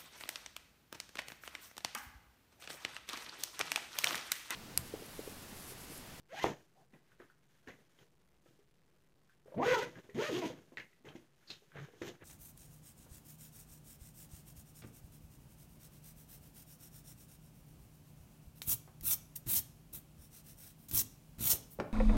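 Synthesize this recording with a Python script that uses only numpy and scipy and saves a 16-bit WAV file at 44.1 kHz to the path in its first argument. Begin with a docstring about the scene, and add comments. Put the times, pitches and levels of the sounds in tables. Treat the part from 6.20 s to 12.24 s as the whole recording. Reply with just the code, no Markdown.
"""A coil zipper on a nylon backpack runs in three jerky pulls, the first ending on its stop.
Its teeth excite the fabric periodically, so pitch follows the speed of the slider. Hands knock the bag,
plastic charms and the pull tab tick (damped vibration), and cloth rubs and squeaks (friction).
A quiet bedroom reverberates briefly, and coarse quantisation makes its noise floor grainy."""
import sys
import numpy as np
from scipy import signal
from scipy.fft import rfft, irfft, next_fast_len
from scipy.io import wavfile
from scipy.ndimage import uniform_filter1d, map_coordinates

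SR = 44100
rng = np.random.default_rng(int(sys.argv[2]) if len(sys.argv) > 2 else 0)


def to_wav(s):
    """Save 16-bit WAV."""
    ch = np.atleast_2d(s).T  # columns
    pcm = np.round(np.clip(ch, -1, 1) * 32767)  # PCM
    wavfile.write(sys.argv[1], SR, pcm.astype(np.int16))


N = 266319

# Noise spectra. Each row: frequency in Hz, relative spectral density in dB.
FLOOR_SPECTRUM = [(12, -36), (20, -1.5), (26, -20), (59, -6), (87, -17), (144, -3), (225, -15),
                  (274, -17.5), (372, -13.5), (667, -28), (857, -29.5), (1580, -30), (2210, -32),
                  (15500, -53.5)]
CLOTH_BODY_SPECTRUM = [(35, -58.5), (60, -22), (141, -4), (240, -12), (350, -9), (550, -15.5), (710, -19.5),
                       (1100, -23.5), (1430, -50.5), (2420, -120)]
CLOTH_MIDDLE_SPECTRUM = [(470, -25.5), (800, -8), (1330, -2.5), (1500, 0.5), (1610, 2.5), (4000, -16),
                         (5200, -47.5), (8800, -120)]
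CLOTH_HISS_SPECTRUM = [(1760, -13), (3000, 0), (4690, -9), (6650, -3.5), (7480, -13), (9310, -22),
                       (12500, -19.5), (13700, -16.5), (15500, -30)]
TOOTH_CLICK_SPECTRUM = [(760, -30.5), (1300, -12), (1440, -8), (1700, -7), (1960, -3), (2210, -4.5),
                        (3370, -21), (5000, -30), (6500, -62), (11000, -120)]
SLIDER_SCRAPE_SPECTRUM = [(1760, -13.5), (3000, -6), (3130, -4.5), (5450, -15.5), (6610, -12),
                          (7320, -24.5), (8700, -25), (10800, -28.5), (13500, -26), (15500, -32.5)]
# Reverberation of the room. Each row: frequency in Hz, time to decay by 60 dB in seconds.
ROOM_T60 = [(150, 0.29), (1500, 0.21), (10000, 0.16)]
# Squeaks, thin whistles and a low thrum.
# Each row: start and end in seconds, level in dB, frequency in Hz, linewidth in Hz.
HELD_TONES = [(0.561, .64, -67, 720, 90), (4.003, 4.085, -49.5, 3060, 380), (4.141, 4.18, -47.5, 3113, 400),
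              (4.576, 4.623, -79, 14070, 8), (5.277, 5.307, -53.5, 4380, 500), (5.552, 5.598, -53, 148, 5),
              (5.599, 5.652, -45, 146, 4.6), (5.844, 5.885, -69, 14070, 30)]
# Cloth on cloth. Each row: peak time, swell time and 60 dB decay time in seconds,
# then relative levels of body, middle and hiss in dB.
CLOTH_RUBS = [(.248, 0.0091, .36, -35, -42, -50), (0.611, 0.14, 0.23, -64, -76, -87.5),
              (.738, 0.023, 0.3, -53.5, -61, -88.5), (0.924, 0.18, 0.16, -68, -67, -87),
              (1.002, 0.019, 0.27, -54.5, -55, -78), (1.33, 0.37, 0.69, -74.5, -74, -85),
              (1.482, 0.034, 0.43, -47.5, -52.5, -68), (1.834, 0.21, 0.14, -60, -64.5, -73.5),
              (2.261, 0.021, 0.71, -66, -73, -79), (2.394, 0.022, 0.14, -64.5, -80, -80.5),
              (3.276, 0.038, 0.67, -61.5, -67, -89.5), (3.678, 0.09, 1, -47, -55, -67),
              (4.299, 0.038, .8, -49.5, -57.5, -69), (4.528, 0.037, 0.37, -59, -74, -82),
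              (4.575, .01, 0.38, -51, -57, -66.5), (4.854, .012, 0.54, -48, -54, -69.5),
              (4.957, 0.017, 0.25, -53, -66, -66), (5.23, .15, .4, -70, -70, -82.5),
              (5.306, 0.067, 0.47, -52.5, -56, -61.5), (5.57, .07, 0.5, -49, -46.5, -75),
              (5.628, 0.15, 0.42, -45.5, -51, -65.5), (5.82, 0.0054, 0.43, -42, -46, -60.5),
              (5.879, 0.15, 0.19, -43.5, -52, -53.5), (6.039, 0.065, .2, -50, -51, -80)]
# Hands and slider striking the bag. Each row: start in seconds, relative level in dB, pitch in Hz.
BAG_KNOCKS = [(0.2445, -26, 307), (0.262, -27.5, 478), (0.289, -38, 368), (0.733, -54.5, 251),
              (1.0, -41, 367), (1.474, -44, 271.5), (1.588, -55.5, 457), (1.827, -55, 442),
              (2.259, -52.5, 356), (2.308, -58, 315), (2.39, -56, 411), (3.258, -50.5, 428),
              (3.28, -46, 532), (3.321, -39, 533), (3.342, -38, 585), (3.852, -51.5, 331),
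              (3.891, -42.5, 407), (4.239, -33, 460), (4.3, -35.5, 496.7), (4.521, -45.5, 355),
              (4.808, -59.5, 242), (4.846, -45.5, 316), (4.903, -41, 296), (4.953, -36, 323),
              (5.307, -56.5, 362), (5.421, -54.5, 422), (5.556, -42.5, 448), (5.685, -51, 485),
              (5.736, -48.5, 438), (5.816, -29, 337), (5.849, -40, 387), (5.891, -36.5, 359)]
# Charms and pull tab. Each row: start in seconds, relative level in dB, pitch in Hz.
CHARM_TICKS = [(0.2412, -28.5, 2060), (0.2624, -32, 1839), (0.7376, -56.5, 1996), (0.9186, -59, 1488),
               (1.0008, -50.5, 1743), (1.0186, -52, 1274), (1.0997, -57, 1477), (1.4748, -43, 1802),
               (1.4849, -45, 1930), (1.5049, -48.5, 2027), (1.7883, -57.5, 3150), (2.2647, -61.5, 1310),
               (3.0954, -58.5, 1550), (3.7559, -46, 1656), (3.897, -50.5, 1945), (4.572, -32.5, 1945),
               (4.5814, -33.5, 1850), (4.5994, -36, 2110), (4.6778, -69.5, 2040), (4.73, -57.5, 1976),
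               (4.8519, -52.5, 2040), (4.887, -47, 3100), (4.958, -50.5, 2090), (5.3025, -38.5, 2615),
               (5.3032, -34, 4100), (5.3146, -40, 3810), (5.3547, -51.5, 3705), (5.5186, -52.5, 1542),
               (5.8199, -40, 1825), (5.8785, -48, 2040), (6.0264, -58, 1420)]
# The slider's travel, one list per pull. Each row: time in seconds, tooth rate in Hz,
# then relative levels of panel fundamental, overtones, clicks and scrape in dB.
ZIPPER_PULLS = [
    [(0.085, 379.8, -82.5, -89, -75, -84), (0.126, 581.7, -50, -70, -55.5, -68),
     (0.15, 714.4, -45.5, -74, -60.5, -60), (0.172, 850, -55.5, -63.5, -51, -54.5),
     (0.194, 850.4, -49, -52, -47.5, -51.5), (0.212, 1065, -57, -53.5, -53.5, -56.5),
     (0.243, 1016, -38.5, -53, -44, -42)],
    [(3.345, 146, -57.5, -68.5, -102.5, -71), (3.381, 203.4, -38, -41.5, -56.5, -91.5),
     (3.411, 315, -41.5, -33, -58, -69.5), (3.432, 375.3, -41, -35.5, -44, -57.5),
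     (3.455, 482, -47.5, -41, -42, -52.5), (3.467, 496, -28.5, -45, -38.5, -49),
     (3.495, 493, -38.5, -44.5, -34.5, -49), (3.531, 493, -31, -43, -32.5, -46),
     (3.55, 496.6, -51, -33, -36, -44), (3.568, 430.5, -35.5, -43, -57.5, -55.5),
     (3.59, 452.3, -36, -40, -48, -46), (3.612, 499.3, -53.5, -56.5, -42.5, -55),
     (3.632, 493, -36.5, -47, -42.5, -50), (3.654, 493.6, -55, -75, -55.5, -60.5),
     (3.69, 450, -77, -76, -77, -99.5)],
    [(3.945, 178.6, -52.5, -59, -61, -63.5), (3.965, 230.3, -38, -55.5, -59.5, -63.5),
     (3.991, 404.7, -36, -53, -50, -55.5), (4.015, 502.3, -46, -42, -51.5, -51),
     (4.03, 568.6, -45.5, -61.5, -41.5, -50.5), (4.067, 602, -52, -49, -45, -49.5),
     (4.084, 662.8, -52, -56, -48.5, -50.5), (4.093, 538.8, -36.5, -54, -49.5, -52.5),
     (4.106, 397.7, -35.5, -58, -60, -54.5), (4.13, 317.8, -36.5, -60.5, -49.5, -51),
     (4.196, 390.7, -38.5, -51.5, -55.5, -51.5), (4.21, 368.4, -44.5, -62, -61.5, -58.5),
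     (4.224, 336.4, -48, -41, -45, -55.5), (4.268, 289, -40, -53.5, -52, -51),
     (4.33, 266.5, -75, -92.5, -83, -69.5)],
]


def amp(db):
    """Amplitude ratio of a level in decibels."""
    return 10 ** (np.asarray(db) / 20)


def unit(x):
    """Normalisation to an rms of 1."""
    return x / np.sqrt(np.mean(x ** 2) + 1e-20)


def along(points, hz):
    """Interpolation of (Hz, value) points on a logarithmic frequency axis."""
    freqs, values = np.transpose(points)
    return np.interp(np.log(hz + 1), np.log(freqs + 1), values)


def wobble(knots_per_s):
    """Smooth random modulation: a spline through Gaussian values."""
    knots = rng.standard_normal(int(N * knots_per_s / SR) + 4)
    return map_coordinates(knots, [np.arange(N) * knots_per_s / SR])


def filtered(x, response):
    """Linear filtering: the spectrum is multiplied by a frequency response."""
    size = next_fast_len(N + 8192)
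    return irfft(rfft(x, size) * response(np.fft.rfftfreq(size, 1 / SR)), size)[:N]


def coloured(x, spectrum):
    """Spectral shaping by (Hz, dB) points, at an rms of 1."""
    return unit(filtered(x, lambda hz: amp(along(spectrum, hz))))


def pull_curves():
    """Smoothed interpolation of tooth rate and the four levels, plus a gate open during each pull."""
    t, gate = np.arange(N) / SR, np.zeros(N)
    times, *columns = np.transpose(sorted(tuple(row) for pull in ZIPPER_PULLS for row in pull))
    for pull in ZIPPER_PULLS:
        gate[(t >= pull[0][0]) & (t <= pull[-1][0])] = 1
    curves = [uniform_filter1d(np.interp(t, times, column), size=350) for column in columns]
    return curves + [np.abs(uniform_filter1d(gate, 300))]


def noise_floor(level_db=-79):
    """Broadband noise of room and microphone, strongest in the bass and wavering slightly."""
    return amp(level_db + 1.8 * wobble(36)) * coloured(rng.standard_normal(N), FLOOR_SPECTRUM)


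def reverberation(x):
    """Convolution with a diffuse room response, whose high frequencies decay fastest."""
    hz, t, spectra = signal.stft(rng.standard_normal(SR // 2), SR, nperseg=256)
    decay = amp(-60 * t / along(ROOM_T60, hz)[:, None])
    tail = signal.istft(spectra * decay, SR, nperseg=256)[1]
    delayed = np.pad(x, (250, 0))
    return signal.fftconvolve(delayed, tail / np.linalg.norm(tail))[:N]


def held_tones():
    """Phase diffusion: a random walk of phase broadens each sine into a narrow band."""
    t, tones = np.arange(N) / SR, np.zeros(N)
    walk = np.cumsum(rng.standard_normal(N)) * np.sqrt(2 * np.pi / SR)
    walk = uniform_filter1d(walk, size=24)
    for start, end, db, hz, linewidth in HELD_TONES:
        gate = 1. * ((t > start) & (t < end))
        envelope = uniform_filter1d(uniform_filter1d(gate, size=500), size=300)
        tones += amp(db) * envelope * np.sin(2 * np.pi * hz * t + np.sqrt(linewidth) * walk)
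    return amp(2.3 * wobble(74)) * tones


def cloth_envelopes(swell_db=30):
    """Incoherent sources add in power: the slider's drag and the rubs set body, middle and hiss."""
    t = np.arange(N) / SR
    _, tone_db, overtone_db, click_db, scrape_db, gate = pull_curves()
    panel = np.hypot(amp(tone_db), amp(overtone_db))
    drag = np.array([amp(-6) * panel, amp(click_db - 0.5), amp(scrape_db - 5)])
    power = (gate * drag) ** 2
    for peak, swell, t60, *band_db in CLOTH_RUBS:
        shape_db = np.minimum(swell_db * (t - peak) / swell, -60 * (t - peak) / t60)
        power += np.outer(amp(band_db), amp(shape_db)) ** 2
    return np.sqrt(power)


def cloth_friction():
    """Stick-slip friction: fibres slip in clumps, so three bands of noise share a grainy modulation."""
    body, middle, hiss = cloth_envelopes()
    clumps = wobble(45)

    def grain(spectrum, clump_db, flutter_db):
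        modulation = amp(clump_db * clumps + flutter_db * wobble(500))
        return coloured(modulation * rng.standard_normal(N), spectrum)

    return (amp(-5.5) * body * grain(CLOTH_BODY_SPECTRUM, clump_db=3.8, flutter_db=1.5)
            + amp(-7) * middle * grain(CLOTH_MIDDLE_SPECTRUM, clump_db=2.7, flutter_db=2.3)
            + amp(1) * hiss * grain(CLOTH_HISS_SPECTRUM, clump_db=1.4, flutter_db=1.9))


def impacts(events, t60_s, rise_s, mode_spread, rattle_gain, band_ratio, linger, crack_gain, crack_hz):
    """Damped free vibration: each blow cracks, rings four modes and leaves a longer rattle of noise."""
    out, t = np.zeros(N + SR), np.arange(SR // 4) / SR
    decay_db = -60 * t / t60_s
    rise = 1 - np.exp(-t / rise_s)
    crack_envelope = crack_gain * amp(-60 * t / .008)  # falls 60 dB in 8 ms
    lowpass = signal.butter(3, crack_hz, fs=SR)
    for start, db, hz in events:
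        side_hz = hz * np.exp(mode_spread * rng.standard_normal((3, 1)))
        modes = np.sin(2 * np.pi * hz * t) + 0.24 * np.sin(2 * np.pi * side_hz * t).sum(0)
        band = signal.butter(2, [hz / band_ratio, hz * band_ratio], "band", fs=SR)
        rattle = rattle_gain * unit(signal.lfilter(*band, rng.standard_normal(len(t))))
        crack = crack_envelope * signal.lfilter(*lowpass, rng.standard_normal(len(t)))
        ring = rise * (amp(decay_db) * modes + amp(decay_db / linger) * rattle)
        out[round(start * SR):][:len(t)] += amp(db - 2.5) * (ring + crack)
    return out[:N]


def slider_stop(peak_s=.2432, level_db=-13, hz=720):
    """Heavy damping: the slider hits its stop and the taut panel swings once without ringing."""
    cycles = (np.arange(N) / SR - peak_s) * hz
    envelope = np.exp(-np.clip(cycles / 0.47, -9, 9) ** 2)
    return amp(level_db) * envelope * np.cos(2 * np.pi * cycles + 0.3)


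def zipper():
    """Periodic forcing: each tooth tugs the fabric panel, clicks in the tape and chops the scrape."""
    tooth_hz, tone_db, overtone_db, click_db, scrape_db, gate = pull_curves()
    teeth_passed = np.cumsum(tooth_hz * (1 + .04 * wobble(120))) / SR  # hand speed is never even
    phase = 2 * np.pi * teeth_passed

    def harmonic(order, db):
        return amp(db + 3 * wobble(70)) * np.sqrt(2) * np.cos(order * phase + 0.57 * wobble(200))

    contacts = np.diff(np.floor(teeth_passed), prepend=0)
    impulses = unit(contacts * amp(2.3 * rng.standard_normal(N)) / np.sqrt(tooth_hz))
    chop = (1 + np.cos(phase)) ** 0.87
    clicks = coloured(impulses + 1.1 * unit(chop * rng.standard_normal(N)), TOOTH_CLICK_SPECTRUM)
    scrape = coloured(0.49 * impulses + unit(chop * rng.standard_normal(N)), SLIDER_SCRAPE_SPECTRUM)
    panel = harmonic(1, tone_db) + harmonic(2, overtone_db - 2.5) + harmonic(3, overtone_db - 5)
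    return gate * (panel + amp(click_db - 5) * clicks + amp(scrape_db) * scrape)


def scene():
    """Superposition of all sources in one channel; only the impacts and the zipper reverberate."""
    knocks = impacts(BAG_KNOCKS, t60_s=.042, rise_s=.0014, mode_spread=0.33,
                     rattle_gain=0.3, band_ratio=1.6, linger=1.3, crack_gain=2.2, crack_hz=906)
    ticks = impacts(CHARM_TICKS, t60_s=.03, rise_s=.0004, mode_spread=0.17,
                    rattle_gain=0.25, band_ratio=1.3, linger=2.9, crack_gain=1.2, crack_hz=3350)
    direct = knocks + ticks + slider_stop() + zipper()
    room = noise_floor() + amp(-6.5) * reverberation(direct)
    return (room + cloth_friction() + held_tones() + direct)[None]


def record(dry):
    """Quantisation: rounding down flips the quiet floor between two values; hiss and a low-pass follow."""
    step, hiss_db, cutoff_hz = .00045, -95, 15600  # full scale is 1
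    quantised = step * np.floor(dry[0] / step)
    hiss = amp(hiss_db) * rng.standard_normal(N)
    return filtered(quantised + hiss, lambda hz: hz < cutoff_hz)[None]


dry = scene()
out = record(dry)
to_wav(out)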